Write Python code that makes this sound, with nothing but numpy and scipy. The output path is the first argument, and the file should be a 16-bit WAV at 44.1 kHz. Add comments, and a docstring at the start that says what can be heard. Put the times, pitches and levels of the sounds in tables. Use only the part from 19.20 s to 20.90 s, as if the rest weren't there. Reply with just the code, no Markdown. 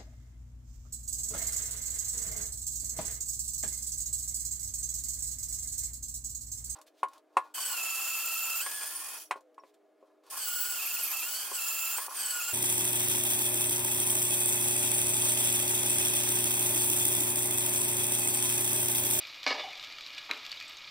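"""In a small kitchen, chopped shallots sizzle gently in oil in a deep metal pan over a gas flame.
Tiny bubbles burst all the time as snaps with brief tones; larger ones spit, echoing between the pan's walls.
Nearby a metal utensil is put down: dense clacks and ringing modes, then narrow tones as it settles.
Later come soft bumps of dull noise and one sharp pop, a crack with a very short ring."""
import sys
import numpy as np
from scipy import signal
from scipy.fft import rfft, irfft
from scipy.io import wavfile

SR = 44100
rng = np.random.default_rng(int(sys.argv[2]) if len(sys.argv) > 2 else 0)


def unload_wav(signal):
    """Save mono or channel-first audio to the path in sys.argv[1] as 16-bit WAV at rate SR, clipped to [-1, 1]."""
    wavfile.write(
        sys.argv[1],
        SR,
        np.round(np.clip(np.atleast_2d(signal).T, -1, 1) * 32767).astype(np.int16),
    )


N = 74970
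T = np.arange(N) / SR  # time in seconds


def from_db(db):
    """Decibels to gain."""
    return 10 ** (np.asarray(db) / 20)


def rms_one(x):
    """Scale to rms 1."""
    return x / np.sqrt(np.mean(x ** 2) + 1e-20)


def through(x, response):
    """Pass a sound through an impulse response."""
    return signal.fftconvolve(x, response)[:N]


def delayed(x, s):
    """Start a sound s seconds later."""
    return np.concatenate([np.zeros(int(s * SR)), x])[:N]


def dying(t60):
    """Exponential decay from 1, falling 60 dB in t60 seconds."""
    return from_db(-60 * np.minimum(T / t60, 5))


def ring(modes):
    """Sum of damped sines."""
    return sum(from_db(db) * dying(t60) * np.sin(2 * np.pi * hz * T) for hz, db, t60 in modes)


def low_cut(x, hz):
    """Small objects radiate little bass."""
    return signal.sosfilt(signal.butter(2, hz, "high", fs=SR, output="sos"), x)


def colour(points, tilt_db=0, size=4096):
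    """Causal (minimum-phase) response of unit energy with a given spectrum, tilted in dB per octave."""
    hz, db = np.transpose(points)
    octave = np.log2(np.maximum(np.fft.rfftfreq(size, 1 / SR), 1))
    gain = from_db(np.interp(octave, np.log2(hz), db + tilt_db * np.log2(hz)))
    # folding the cepstrum onto positive times makes the response causal
    cepstrum = irfft(np.log(gain / gain.max()))
    cepstrum[1:size // 2] *= 2
    cepstrum[size // 2 + 1:] = 0
    response = irfft(np.exp(rfft(cepstrum)))
    return response / np.linalg.norm(response)


def echoes(delay_s, t60, db):
    """Direct sound followed by dense dying reflections, their energy in dB relative to the direct sound."""
    tail = delayed(rng.standard_normal(N) * dying(t60), delay_s)
    tail *= from_db(db) / np.linalg.norm(tail)
    tail[0] += 1
    return tail


def random_clicks(per_s, spread_db):
    """Clicks of either sign at random moments: many small, a few large."""
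    signs = rng.choice([-1, 1], N)
    sizes = from_db(spread_db * np.minimum(rng.exponential(1, N), 4)) * signs
    happens = rng.random(N) < per_s / SR
    return sizes * happens


def kitchen(x, db):
    """Add the reverberation of the small room, as dense echoes."""
    return through(x, echoes(delay_s=0.006, t60=0.43, db=db))


# colour of the faint hiss that differs between the ears [f/Hz, level/dB]
SIDE_COLOUR = [(20, 5), (60, -19), (140, 0), (300, -2), (1000, 3.5), (2500, -18.5), (5000, -25.5),
               (7000, -7), (10000, -22.5), (13000, -11), (15500, -31)]
SIDE_DB = -78.5


def side_hiss():
    """Steady coloured noise for the difference between the ears."""
    return from_db(SIDE_DB) * through(rng.standard_normal(N), colour(SIDE_COLOUR))


# colour of the gas flame [f/Hz, level/dB]
FLAME_COLOUR = [(20, 8.5), (45, -9.5), (80, 3.5), (140, 5), (210, -5.5), (290, 7.5), (500, -3.5), (1000, 9),
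                (3000, -19)]
FLAME_DB = -63.5


def flame():
    """The burning gas makes a steady coloured noise."""
    return from_db(FLAME_DB) * through(rng.standard_normal(N), colour(FLAME_COLOUR))


# soft bumps [t/s, level/dB, t60/s]
BUMPS = [(0.677, -59.5, 0.59), (1.093, -40.5, 0.17), (1.102, -39, 0.19), (1.124, -51, 0.077)]
# colour of a bump [f/Hz, level/dB]
BUMP_COLOUR = [(100, -18), (220, -19), (265, 3.5), (400, -1), (700, 0.5), (1100, 4), (1500, 2),
               (4000, -4.5), (8000, -47), (15000, -52)]


def bumps():
    """Something is nudged on the counter: dull, dense knocks of dying noise."""
    knocks = sum(delayed(from_db(db) * rng.standard_normal(N) * dying(t60), s) for s, db, t60 in BUMPS)
    return through(knocks, colour(BUMP_COLOUR))


# narrow tones of the utensil as it rubs
# [f/Hz, rms level at the loudest/dB, width/Hz, loudest at t/s, spread/s]
SINGING = [(745, -40, 44, .448, 0.011), (762, -52, 69.5, 0.487, 0.025), (3544, -43.5, 14, 0.412, 0.029),
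           (2933, -50.5, 31, 0.44, 0.056), (613.5, -45, 82, .395, .015)]
SINGING_LOW_CUT_HZ = 350


def singing():
    """Narrow resonances swell and fade as the utensil slides to rest; a wandering phase widens each."""
    out = np.zeros(N)
    for hz, db, width_hz, s, spread_s in SINGING:
        wander = np.cumsum(rng.standard_normal(N)) * np.sqrt(2 * np.pi * width_hz / SR)
        swell = np.exp(-0.5 * ((T - s) / spread_s) ** 2)
        tone = np.sqrt(2) * np.sin(2 * np.pi * hz * T + wander)
        out += from_db(db) * swell * tone
    return low_cut(out, SINGING_LOW_CUT_HZ)


# modes of the utensil [f/Hz, level/dB, t60/s]
UTENSIL_MODES = [(562.5, -20.5, 0.23), (785, -19, .36), (895, -24, .2), (1047, -22, 0.14),
                 (1262, -18.5, 0.34), (1723, -3, 0.04), (2126, -15.5, 0.15), (2248, -1.5, 0.17),
                 (2400, -31, 0.37), (2818, -18, 0.069), (3824, -26, 0.054), (4794, -7, 0.05),
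                 (5026, -11, 0.047), (5780, -14, 0.04)]
RING_ATTACK_HZ = 400  # how fast a mode takes up a blow
REST_S, REST_DAMP_DB, REST_DAMP_S = 0.33, -18, 0.0063  # lying flat damps the metal
# contacts of the utensil [t/s, clack level/dB, ring level/dB, brightness/(dB per octave)]
CONTACTS = [(0.2643, -25.5, -23, 0.5), (0.2752, -28, -36, 7.5), (0.295, -33.5, -48, 4.5),
            (0.3013, -29.5, -47, 1.5), (0.3062, -29, -43, 0.5), (0.312, -32, -30, 3),
            (0.3205, -61, -50, 14), (0.326, -41, -27, -2.5), (0.346, -35, -65, 0.5), (0.383, -41, -27, 2.5),
            (0.396, -33, -50, 2.5), (0.436, -46, -62, 8)]
# colour of a contact [f/Hz, level/dB]
CLACK_COLOUR = [(100, -35), (215, -19.5), (265, 3.5), (430, -2), (580, 3.5), (820, 2.5), (1080, 4),
                (1300, -3.5), (1450, -9), (1750, -2.5), (2300, 4.5), (2630, -8.5), (2870, 2.5), (3150, -9),
                (3800, -3), (5000, -10.5), (6300, -22), (9500, -45), (15000, -54)]
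CLACK_T60_S = 0.087


def clatter():
    """Each contact gives a dense clack and tops up the energy of the metal's modes, until it lies flat."""
    clacks, rings = 0, 0
    for s, clack_db, _, tilt_db in CONTACTS:
        clack = through(rng.standard_normal(N) * dying(CLACK_T60_S), colour(CLACK_COLOUR, tilt_db))
        clacks = clacks + delayed(from_db(clack_db) * clack, s)
    attack = signal.butter(2, RING_ATTACK_HZ, fs=SR, output="sos")
    for hz, db, t60 in UTENSIL_MODES:
        fading = dying(t60) ** 2  # energy is amplitude squared
        energy = sum(delayed(from_db(2 * ring_db) * fading, s) for s, _, ring_db, _ in CONTACTS)
        swing = signal.sosfilt(attack, np.sqrt(energy) + 1e-18)
        rings = rings + from_db(db) * swing * np.sin(2 * np.pi * (hz * T + rng.random()))
    rest_damping = from_db(REST_DAMP_DB * np.clip((T - REST_S) / REST_DAMP_S, 0, 1))
    return clacks + rings * rest_damping


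LANDING_DB, LANDING_T60_S, LANDING_TILT_DB = -23, 0.036, -0.5  # tilt in dB per octave


def landing():
    """The utensil's first touch adds a short, hard crack."""
    crack = through(rng.standard_normal(N) * dying(LANDING_T60_S), colour(CLACK_COLOUR, LANDING_TILT_DB))
    first_touch_s = CONTACTS[0][0]
    return delayed(from_db(LANDING_DB) * crack, first_touch_s)


PAN_ECHO_S, PAN_ECHO_T60_S = 0.001101, 0.018


def pan_echoes(db):
    """A burst bounces between the pan's walls as a quick dense tail."""
    return echoes(PAN_ECHO_S, PAN_ECHO_T60_S, db)


# short ring of the sharp pop [f/Hz, level/dB, t60/s]
POP_MODES = [(1150, -37, 0.015), (2190, -5.5, 0.025), (2400, 3, 0.015), (3960, 0, 0.017)]
POP_S, POP_RING_DB, POP_CRACK_DB, POP_ECHO_DB = 1.1121, -20.5, -16, -4
POP_TILT_DB = 7.5  # per octave
OIL_LOW_CUT_HZ = 920  # for the pop and the spits


def pop():
    """A drop of water explodes in the oil: a crack and a very short ring."""
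    crack = through(pan_echoes(POP_ECHO_DB), colour(SIZZLE_COLOUR, POP_TILT_DB))
    burst = from_db(POP_CRACK_DB) * crack + from_db(POP_RING_DB) * ring(POP_MODES)
    return delayed(low_cut(burst, OIL_LOW_CUT_HZ), POP_S)


# spits of oil [t/s, snap level/dB, snap brightness/(dB per octave), tone level/dB, tone f/Hz]
SPITS = [(0.0712, -32, 6, -52, 3770), (0.145, -36, 3, -41, 3550), (0.2316, -27, 2.5, -33.5, 4230),
         (0.241, -27.5, 4.5, -31.5, 2360), (0.5318, -31.5, 1, -36.5, 2460), (0.576, -35, 5, -36, 3600),
         (0.597, -36, 3, -31, 3930), (0.628, -32, 5, -36, 3950), (0.639, -31, 4, -33.5, 3600),
         (0.647, -30, 4.5, -36, 3700), (0.724, -38, -1, -35, 4400), (0.785, -29, 0, -41, 2400),
         (0.809, -28.5, 2.5, -43, 3900), (0.8638, -37, 0, -32, 4060), (0.8723, -30.5, 3.5, -39, 3020),
         (0.905, -34, 3.5, -51, 3660), (0.933, -38, 1, -41, 3350), (0.9484, -40, 2, -36.5, 4670),
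         (0.9798, -28.5, -0.5, -34, 2550), (0.983, -30.5, 1.5, -32.5, 3830), (1.1341, -29, 1, -37, 2200),
         (1.1445, -35, 6.5, -44, 3630), (1.175, -31.5, 5, -32.5, 2560), (1.2513, -28, 0, -51, 3570),
         (1.2645, -26, 4, -40, 3700), (1.295, -35, 8, -44, 4700), (1.3173, -29, 7.5, -24.5, 4460),
         (1.3264, -29, -2, -33.5, 2980), (1.4015, -27, 4, -43, 4250), (1.411, -31.5, 0.5, -32.5, 2450),
         (1.4255, -31, 3.5, -36, 2500), (1.481, -44, 8, -39.5, 7700), (1.4955, -37, 12, -50, 4000),
         (1.57, -44, 9, -39, 6450)]
SPIT_CYCLES, SPIT_ECHO_DB = 25, -2  # the tone falls 60 dB in this many cycles


def spits():
    """Larger bubbles burst: a snap and a few cycles of tone, echoing in the pan."""
    out = np.zeros(N)
    for s, snap_db, tilt_db, tone_db, hz in SPITS:
        snap = colour(SIZZLE_COLOUR, tilt_db)
        burst = ring([(hz, tone_db, SPIT_CYCLES / hz)])
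        burst[:len(snap)] += from_db(snap_db) * snap / np.abs(snap).max()
        out += delayed(through(burst, pan_echoes(SPIT_ECHO_DB)), s)
    return low_cut(out, OIL_LOW_CUT_HZ)


TICKS_PER_S, TICK_DB, TICK_SPREAD_DB, TICK_TILT_DB = 61, -51.5, 3, 13  # tilt in dB per octave


def spatter():
    """Fine droplets tick dryly on the hot metal: bright random clicks."""
    ticks = random_clicks(TICKS_PER_S, TICK_SPREAD_DB)
    return from_db(TICK_DB) * through(ticks, colour(SIZZLE_COLOUR, TICK_TILT_DB))


# colour of the sizzle as it leaves the pan, shared by pop, spits and spatter [f/Hz, level/dB]
SIZZLE_COLOUR = [(250, -41), (600, -10), (950, -18.5), (1270, -3), (1480, -15.5), (1900, -8), (2370, 0),
                 (2700, -5.5), (3520, -1.5), (4700, -4.5), (6000, -15), (7600, -23), (9800, -44),
                 (11500, -26), (13500, -33.5), (15800, -38)]
# air resonances of the pan [f/Hz, level/dB, t60/s]
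PAN_AIR = [(1257, -6.5, 0.14), (1676, -1, 0.43), (2304, -9.5, 0.18), (2469, 0.5, 0.072), (2922, 2, 0.064),
           (3654, -2.5, 0.094)]
PAN_AIR_DB = -44.5


def pan_voice():
    """A burst as heard from the pan: its colour and the ring of the air inside."""
    air = from_db(PAN_AIR_DB) * ring(PAN_AIR)
    air[0] += 1
    return through(air, colour(SIZZLE_COLOUR))


# vigour of the frying [t/s, level/dB]
VIGOUR = [(0, 1), (0.2, -0.5), (0.5, 0), (0.65, 1.5), (0.74, -1), (1.0, 0), (1.35, 0.5), (1.55, -1.1),
          (1.7, -1.5)]
BURSTS_PER_S, BURST_SPREAD_DB, CRACKLE_DB, HISS_DB = 2200, 3, -49.5, -52.5
BUBBLE_LOW_HZ, BUBBLE_HIGH_HZ, BUBBLE_TONE_DB = 1315, 12800, 13
BUBBLE_CYCLES = 19.4  # a bubble's tone falls 60 dB in this many cycles
BUBBLE_ECHO_DB = 1


def sizzle(count=16):
    """Bubbles of many sizes burst at random, each a snap and a brief tone with echoes, over a fine hiss."""
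    crackle = 0
    sharpness = BUBBLE_CYCLES * np.pi / np.log(1000)  # Q of the resonance
    for hz in np.geomspace(BUBBLE_LOW_HZ, BUBBLE_HIGH_HZ, count):
        bursts = random_clicks(BURSTS_PER_S / count, BURST_SPREAD_DB)
        tone = signal.lfilter(*signal.iirpeak(hz, sharpness, fs=SR), bursts + 1e-18)
        bubbles = bursts + from_db(BUBBLE_TONE_DB) * tone
        crackle = crackle + through(bubbles, pan_echoes(BUBBLE_ECHO_DB))
    hiss = from_db(HISS_DB) * rng.standard_normal(N)
    fry = from_db(CRACKLE_DB) * rms_one(crackle) + hiss
    vigour = from_db(np.interp(T, *np.transpose(VIGOUR)))
    return through(fry, pan_voice()) * vigour


def scene():
    """Pan, utensil and flame in the kitchen, almost alike in both ears."""
    contacts = low_cut(bumps() + singing() + clatter() + landing(), 64)
    knocks = kitchen(contacts, db=-6)
    oil = kitchen(pop(), db=-11.5) + kitchen(spits(), db=-9.5) + spatter() + sizzle()
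    mid = flame() + knocks + oil
    side = side_hiss()
    return np.array([mid + side, mid - side])


def record(dry):
    """The top is cut steeply above 15750 Hz by an elliptic low-pass."""
    return signal.sosfilt(signal.ellip(10, 0.2, 70, 15750, fs=SR, output="sos"), dry)


dry = scene()
out = record(dry)
unload_wav(out)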